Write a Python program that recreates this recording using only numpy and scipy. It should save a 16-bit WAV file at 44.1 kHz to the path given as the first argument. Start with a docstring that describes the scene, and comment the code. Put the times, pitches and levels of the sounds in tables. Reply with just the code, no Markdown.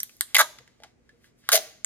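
"""In a living room, adhesive tape is picked at and tugged off its roll, close to a phone on a table.
The glue lets go in slips: each is a crack and a rasp of noise, plus a damped note from the taut strip.
Single snaps lead into two short rips, whose strip note tends to fall as the strip grows longer.
Fingers tap and rub the roll, its loose end rustles, and the room rings briefly over faint rumble and hum."""
import sys
import numpy as np
from scipy import signal
from scipy.fft import rfft, irfft, next_fast_len
from scipy.io import wavfile
from scipy.ndimage import uniform_filter1d, minimum_filter1d

SR = 44100
rng = np.random.default_rng(int(sys.argv[2]) if len(sys.argv) > 2 else 0)


def dump_mix(stems):
    """Bounce the given channels to the path in sys.argv[1] as a 16-bit WAV at rate SR."""
    frames = np.atleast_2d(stems).T  # one column per channel
    limited = np.clip(frames, -1, 1)  # hard clip at full scale
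    pcm = np.round(limited * 32767).astype(np.int16)
    wavfile.write(sys.argv[1], SR, pcm)


N = 81585  # length [samples]


def tape():
    """Picks at the loose end, single snaps, a buzzing rip and a ragged tear: glue and strip sounds."""
    # thin clicks of the end picked loose, and full slips as a tug takes hold:
    # (time [s], crack level [dB], rasp level [dB], strip level [dB], strip note [Hz], note swell [s])
    pick_rows = [(.003, -18, -22, -18, 5940, 0.00029), (.0318, -14.5, -25, -14.5, 12300, 0.00017),
                 (.1675, -52, -65, -41, 12500, 0.000093), (.2092, -2.5, -9.5, -18.5, 1866, 0.00029),
                 (1.8461, -23.5, -12, -17, 6700, .0003)]
    snap_rows = [(.3463, -1.5, -7, -14.5, 2200, .0005), (.351, -7, -6, -4.5, 2900, .0003),
                 (0.3546, -5, -6.5, -7, 2300, .0004), (0.3657, -8.5, -2.5, -10, 2150, .0005),
                 (0.3676, -2.5, -12, -8.5, 2059, .0005), (1.4897, -3.5, -6, -12, 1500, 0.00054)]
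    # first rip, a regular buzz, and second rip, a fast ragged tear:
    # (time [s], rate [slips/s], crack level [dB], rasp level [dB], strip level [dB], strip note [Hz])
    buzz_curve = [(.3838, 220, -6.5, -16.5, -15.5, 1600), (.388, 280, -9.5, -16, -9, 1470),
                  (.396, 358, -7, -14, -11, 1550), (.403, 298, -13.5, -12.5, -8, 1330),
                  (.411, 322, -6, -14.5, -8.5, 1426), (.419, 315, -19.5, -18.5, -10.5, 1100)]
    tear_curve = [(1.5178, 732, -9, -22, -25.5, 1350), (1.523, 953.6, -8.5, -17.5, -28.5, 1470),
                  (1.532, 723.7, -3.5, -13.5, -43.5, 663), (1.543, 633, -9.5, -20, -23.5, 583),
                  (1.556, 616, -2.5, -17.5, -28.5, 614), (1.567, 615.3, -16.5, -28, -33.5, 623),
                  (1.578, 612, -21, -20.5, -29.5, 614)]
    # colours of the rasping backing: (frequency [Hz], level [dB])
    pick_rasp = [(100, -42), (750, -18.5), (1100, -7.5), (2100, -1.5), (2700, -8), (3400, 0), (4600, -12),
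                 (5600, -9.5), (6800, 4), (8400, 5), (13000, -16.5)]
    snap_rasp = [(100, -40), (400, -18.5), (750, -3), (1100, 1.5), (2100, -10.5), (3500, 3.5), (4600, 1.5),
                 (5400, -4), (6800, 2.5), (8400, -10), (13000, -19)]
    buzz_rasp = [(100, -32.5), (300, -25.5), (650, -2.5), (1600, 3.5), (2100, -2.5), (2800, -2.5),
                 (3600, 10.5), (5200, -4.5), (6800, 3.5), (8400, -16), (13000, -16)]
    tear_rasp = [(100, -18), (250, -16), (380, -4), (650, 10), (900, -4), (1700, 4.5), (3300, 7), (4000, 8),
                 (4800, 6.5), (6800, 10), (8400, -31.5), (13000, -0.5)]
    # colours of the flicked strip: (frequency [Hz], level [dB])
    snap_strip = [(100, -29), (600, -17), (1300, 1), (15000, 3.5)]
    rip_strip = [(100, -18), (300, -13), (600, 3.5), (15000, 4)]

    snap_decay_s = .0007
    picks = [(*row, snap_decay_s) for row in pick_rows]
    snaps = [(*row, snap_decay_s) for row in snap_rows]
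    buzz = rip(buzz_curve, swell_s=.00035, jitter=.037, scatter_db=-1, decay_s=.0018)
    tear = rip(tear_curve, swell_s=.00081, jitter=.1, scatter_db=4.3, decay_s=.00071)
    singles = peel(picks, pick_rasp, snap_strip) + peel(snaps, snap_rasp, snap_strip)
    rips = peel(buzz, buzz_rasp, rip_strip) + peel(tear, tear_rasp, rip_strip)
    return singles + rips


def rip(curve, swell_s, jitter, scatter_db, decay_s):
    """Stick and slip: a run of slips, each a little off in time, strength and note."""
    note_wander = .08  # spread of the note's natural logarithm from slip to slip
    times, *controls = np.array(curve, float).T
    at = times[0]
    slips = []
    for late, sharp, strong, high in rng.standard_normal((200, 4)):
        if at > times[-1]:
            break
        rate, crack_db, rasp_db, strip_db, hz = (np.interp(at, times, c) for c in controls)
        glue_db = scatter_db * sharp  # crack and rasp vary together, the strip on its own
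        note_hz = hz * np.exp(note_wander * high)
        slips.append((at, crack_db + glue_db, rasp_db + glue_db, strip_db + scatter_db * strong,
                      note_hz, swell_s, decay_s))
        at += np.exp(jitter * late) / rate
    return slips


def peel(slips, rasp_colour, strip_colour):
    """Every slip cracks the glue, rasps the backing and flicks the free strip; gives glue and strip sounds."""
    # colour of the parting glue: (frequency [Hz], level [dB])
    crack_colour = [(1000, -50), (4000, -5), (8300, -8), (9500, -1.5), (11200, -1.5), (13500, -2),
                    (15000, -10.5), (16200, -25.5)]
    rasp_decay_ratio, strip_late_s = 1.3, .0003  # the rasp outlasts the crack, the strip follows it
    crack, rasp, strip = np.zeros((3, 2, N))
    for at, crack_db, rasp_db, strip_db, hz, swell_s, decay_s in slips:
        add(crack, at, undb(crack_db) * wide_burst(decay_s))
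        add(rasp, at, undb(rasp_db) * wide_burst(decay_s * rasp_decay_ratio))
        add(strip, at + strip_late_s, undb(strip_db) * flick(hz, swell_s))
    glue = colour(crack, crack_colour) + colour(rasp, rasp_colour)
    return np.array([glue, colour(strip, strip_colour)])


def wide_burst(decay_s):
    """A puff heard by both ears, plus a share that scatters off the hands, unlike in the two ears."""
    share = .1  # of the energy
    scattered = np.array([burst(decay_s), burst(decay_s)])
    return np.sqrt(1 - share) * burst(decay_s) + np.sqrt(share) * scattered


def burst(decay_s):
    """A dying puff of noise whose spectrum is evened out and whose energy follows from its decay alone."""
    fade = np.exp(-np.arange(SR // 20) / SR / decay_s)
    spectrum = rfft(rng.standard_normal(len(fade)) * fade)
    even = irfft(spectrum / (abs(spectrum) + 1e-12), len(fade))  # keeps the phases only
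    puff = even * fade ** .5
    return puff * np.sqrt(np.sum(fade ** 2) / np.sum(puff ** 2))


def flick(hz, swell_s):
    """A heavily damped note that swells to full level in swell_s, then dies away."""
    t = np.arange(SR // 6) / SR
    swell = t / swell_s * np.exp(1 - t / swell_s)
    return np.sin(2 * np.pi * hz * t) * swell


def fingers():
    """Soft damped knocks and noise ticks on the roll, and skin rubbing over it as noise."""
    # fingers on the roll: (time [s], knock level [dB], knock note [Hz], tick level [dB], length [s])
    taps = [(0.0943, -43.5, 2520, -39, 0.0016), (.586, -52.5, 1230, -36.5, 0.0042),
            (.677, -54, 1640, -42.5, 0.0013), (0.802, -47, 620, -49, 0.0017), (.823, -47, 750, -50, .002),
            (0.8347, -47, 900, -34.5, 0.005), (.841, -46, 1442, -49, 0.00235),
            (0.845, -44, 757, -43, 0.0034), (1.092, -48, 1716, -49.5, 0.0037),
            (1.2432, -48.5, 1650, -47, 0.0015), (1.439, -53.5, 1720, -69, 0.0023)]
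    # skin rubbing on the roll: (time [s], level [dB])
    rub_curve = [(0, -72.5), (0.199, -73.5), (.3, -53), (.57, -68), (.68, -66), (.77, -70.5), (.87, -59),
                 (.97, -84), (1.12, -68.5), (1.19, -77.5), (1.26, -59), (1.34, -79.5), (1.39, -73.5),
                 (1.448, -58), (1.6, -39.5), (1.85, -68)]
    skin_colour = [(150, -11.5), (700, -7), (2000, 2.5), (3600, 0.5), (5000, 0), (8000, -10), (15000, -21)]
    rub = rng.standard_normal(N) * level_curve(rub_curve)
    knocks, ticks = np.zeros((2, N))
    for at, knock_db, hz, tick_db, length_s in taps:
        add(knocks, at, undb(knock_db) * flick(hz, length_s / 2))
        add(ticks, at, undb(tick_db) * burst(length_s))
    return knocks + colour(ticks + rub, skin_colour)


def handling():
    """Dull damped bumps as the roll is turned over, and the loose end rustling as spiky noise."""
    # bumps of the hands and roll: (time [s], level [dB], note [Hz], swell [s])
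    bump_rows = [(.36, -53.5, 65, 0.012), (0.576, -65, 129.1, 0.029), (.6, -58, 493, 0.0055),
                 (.995, -66.5, 493, 0.0071), (1.13, -65, 474.7, .012)]
    # rustle of the loose tape end: (time [s], level [dB])
    rustle_curve = [(0, -54.5), (0.302, -71), (0.599, -81.5), (0.952, -100), (1.19, -84.5), (1.255, -66),
                    (1.34, -99), (1.393, -68.5), (1.45, -82), (1.85, -85)]
    rustle_colour = [(300, -20), (2000, -8.5), (5000, 2.5), (11000, -1.5), (15000, -5.5)]
    bumps = np.zeros(N)
    for at, db, hz, swell_s in bump_rows:
        add(bumps, at, undb(db) * flick(hz, swell_s))
    rustle = rng.laplace(size=N) * level_curve(rustle_curve)
    return bumps + colour(rustle, rustle_colour)


def room():
    """Two-microphone responses: direct sound with the table; furniture and walls, whose treble dies first."""
    # colours of the reflections off near furniture and off the walls: (frequency [Hz], level [dB])
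    near_colour = [(150, -9), (600, -2), (1500, -7.5), (4000, -7), (8000, -7), (15000, -18.5)]
    walls_colour = [(150, -11), (400, -10.5), (800, -17.5), (1300, -27), (2000, -22), (3500, -20.5),
                    (7000, -18), (9000, -17), (15000, -22)]
    right_late_s, pan_db = .00008, -.4  # the delay is rounded to whole samples; pan is left over right
    width_hz = 1100  # furniture and wall reflections differ between the ears above this
    walls_gap_s = .008

    size = 32
    delay = np.round(np.array([[0], [right_late_s * SR]]))
    balance = undb(np.array([[pan_db], [-pan_db]]) / 2)
    direct = np.zeros((2, N))
    direct[:, :size] = np.sinc(np.arange(size) - delay) * balance
    table = undb(-9.5) * echoes(t60_s=.014, start_s=.00039, width_hz=6000)  # quick, off the table top

    near = colour(echoes(.11, .002, width_hz), near_colour)
    low = colour(echoes(.52, walls_gap_s, width_hz), [(7000, 0), (9000, -14), (15000, -35)])
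    high = colour(echoes(.33, walls_gap_s, width_hz), [(4000, -20), (8000, 0)])
    return direct + table, near + colour(low + high, walls_colour)


def echoes(t60_s, start_s, width_hz):
    """Dense reflections, noise of about unit energy, that begin after a gap and fall 60 dB in t60_s."""
    t = np.arange(N) / SR
    fade = (t > start_s) * np.exp(-np.log(1000) * t / t60_s)
    return stereo_noise(width_hz) * fade / np.sqrt(np.sum(fade ** 2))


def air():
    """Faint room rumble as coloured noise, and mains hum as steady sines."""
    # colour of the room air: (frequency [Hz], relative level [dB])
    air_colour = [(20, -29.5), (50, -3), (90, -7), (240, -5.5), (500, -11), (900, -22.5), (2200, -22.5),
                  (3500, -34), (7000, -31), (15000, -55)]
    # mains hum: (frequency [Hz], RMS level [dB])
    hum_rows = [(120, -77), (241, -77)]
    air_db = -65.5  # RMS
    noise = colour(stereo_noise(width_hz=84), air_colour)
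    t = np.arange(N) / SR
    hum = sum(np.sqrt(2) * undb(db) * np.sin(2 * np.pi * hz * t) for hz, db in hum_rows)
    return noise / noise.std() * undb(air_db) + hum


def stereo_noise(width_hz):
    """White noise, alike in both ears well below a frequency and ever less related above it."""
    mid, side = rfft(rng.standard_normal((2, N)))
    alike = 1 / (1 + (np.arange(len(mid)) * SR / N / width_hz) ** 2)
    shared = mid * np.sqrt(1 + alike)
    opposed = np.array([[1], [-1]]) * side * np.sqrt(1 - alike)
    return irfft(shared + opposed, N) / np.sqrt(2)


def undb(db):
    """Decibels to amplitude."""
    return 10 ** (np.asarray(db) / 20)


def level_curve(points):
    """Amplitude over time through (time [s], level [dB]) points."""
    return undb(np.interp(np.arange(N) / SR, *np.array(points).T))


def colour(x, points):
    """Causal minimum-phase filter through (frequency [Hz], level [dB]) points."""
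    size = 2 * next_fast_len(N)
    hz, db = np.array(points, float).T
    f = np.maximum(np.arange(size // 2 + 1) * SR / size, 1)
    cepstrum = irfft(np.log(undb(np.interp(np.log(f), np.log(hz), db))))
    # folding the cepstrum onto positive time gives the causal phase
    cepstrum[1:size // 2] *= 2
    cepstrum[size // 2 + 1:] = 0
    return irfft(rfft(x, size) * np.exp(rfft(cepstrum)))[..., :N]


def add(track, at_s, sound):
    """Mix a short sound in at a time."""
    i = int(np.clip(at_s * SR, 0, N - 1))
    track[..., i:i + sound.shape[-1]] += sound[..., :N - i]


def heard(sound, response):
    """A sound as it reaches the two microphones through a room response."""
    return signal.fftconvolve(sound, response, axes=1)[:, :N]


def scene():
    """Tape and hands heard close up, with the room behind them."""
    strip_room_db = -2  # the thin strip throws less into the room
    glue, strip = tape()
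    hands = fingers() + handling()
    close, far = room()
    return air() + heard(hands + glue, close + far) + heard(strip, close + undb(strip_room_db) * far)


def record(dry):
    """The phone holds down the sharpest peaks, both channels alike, and cuts the top."""
    ceiling_db, limiter_s, top_hz = -2, .0013, 16200
    size = int(limiter_s * SR) | 1  # odd, so the window is centred on each peak
    gain = np.minimum(1, undb(ceiling_db) / (abs(dry).max(axis=0) + 1e-9))
    held = dry * uniform_filter1d(minimum_filter1d(gain, size), size)
    low_pass = signal.ellip(10, .2, 80, top_hz, fs=SR, output="sos")
    return signal.sosfilt(low_pass, held)


dry = scene()
out = record(dry)
dump_mix(out)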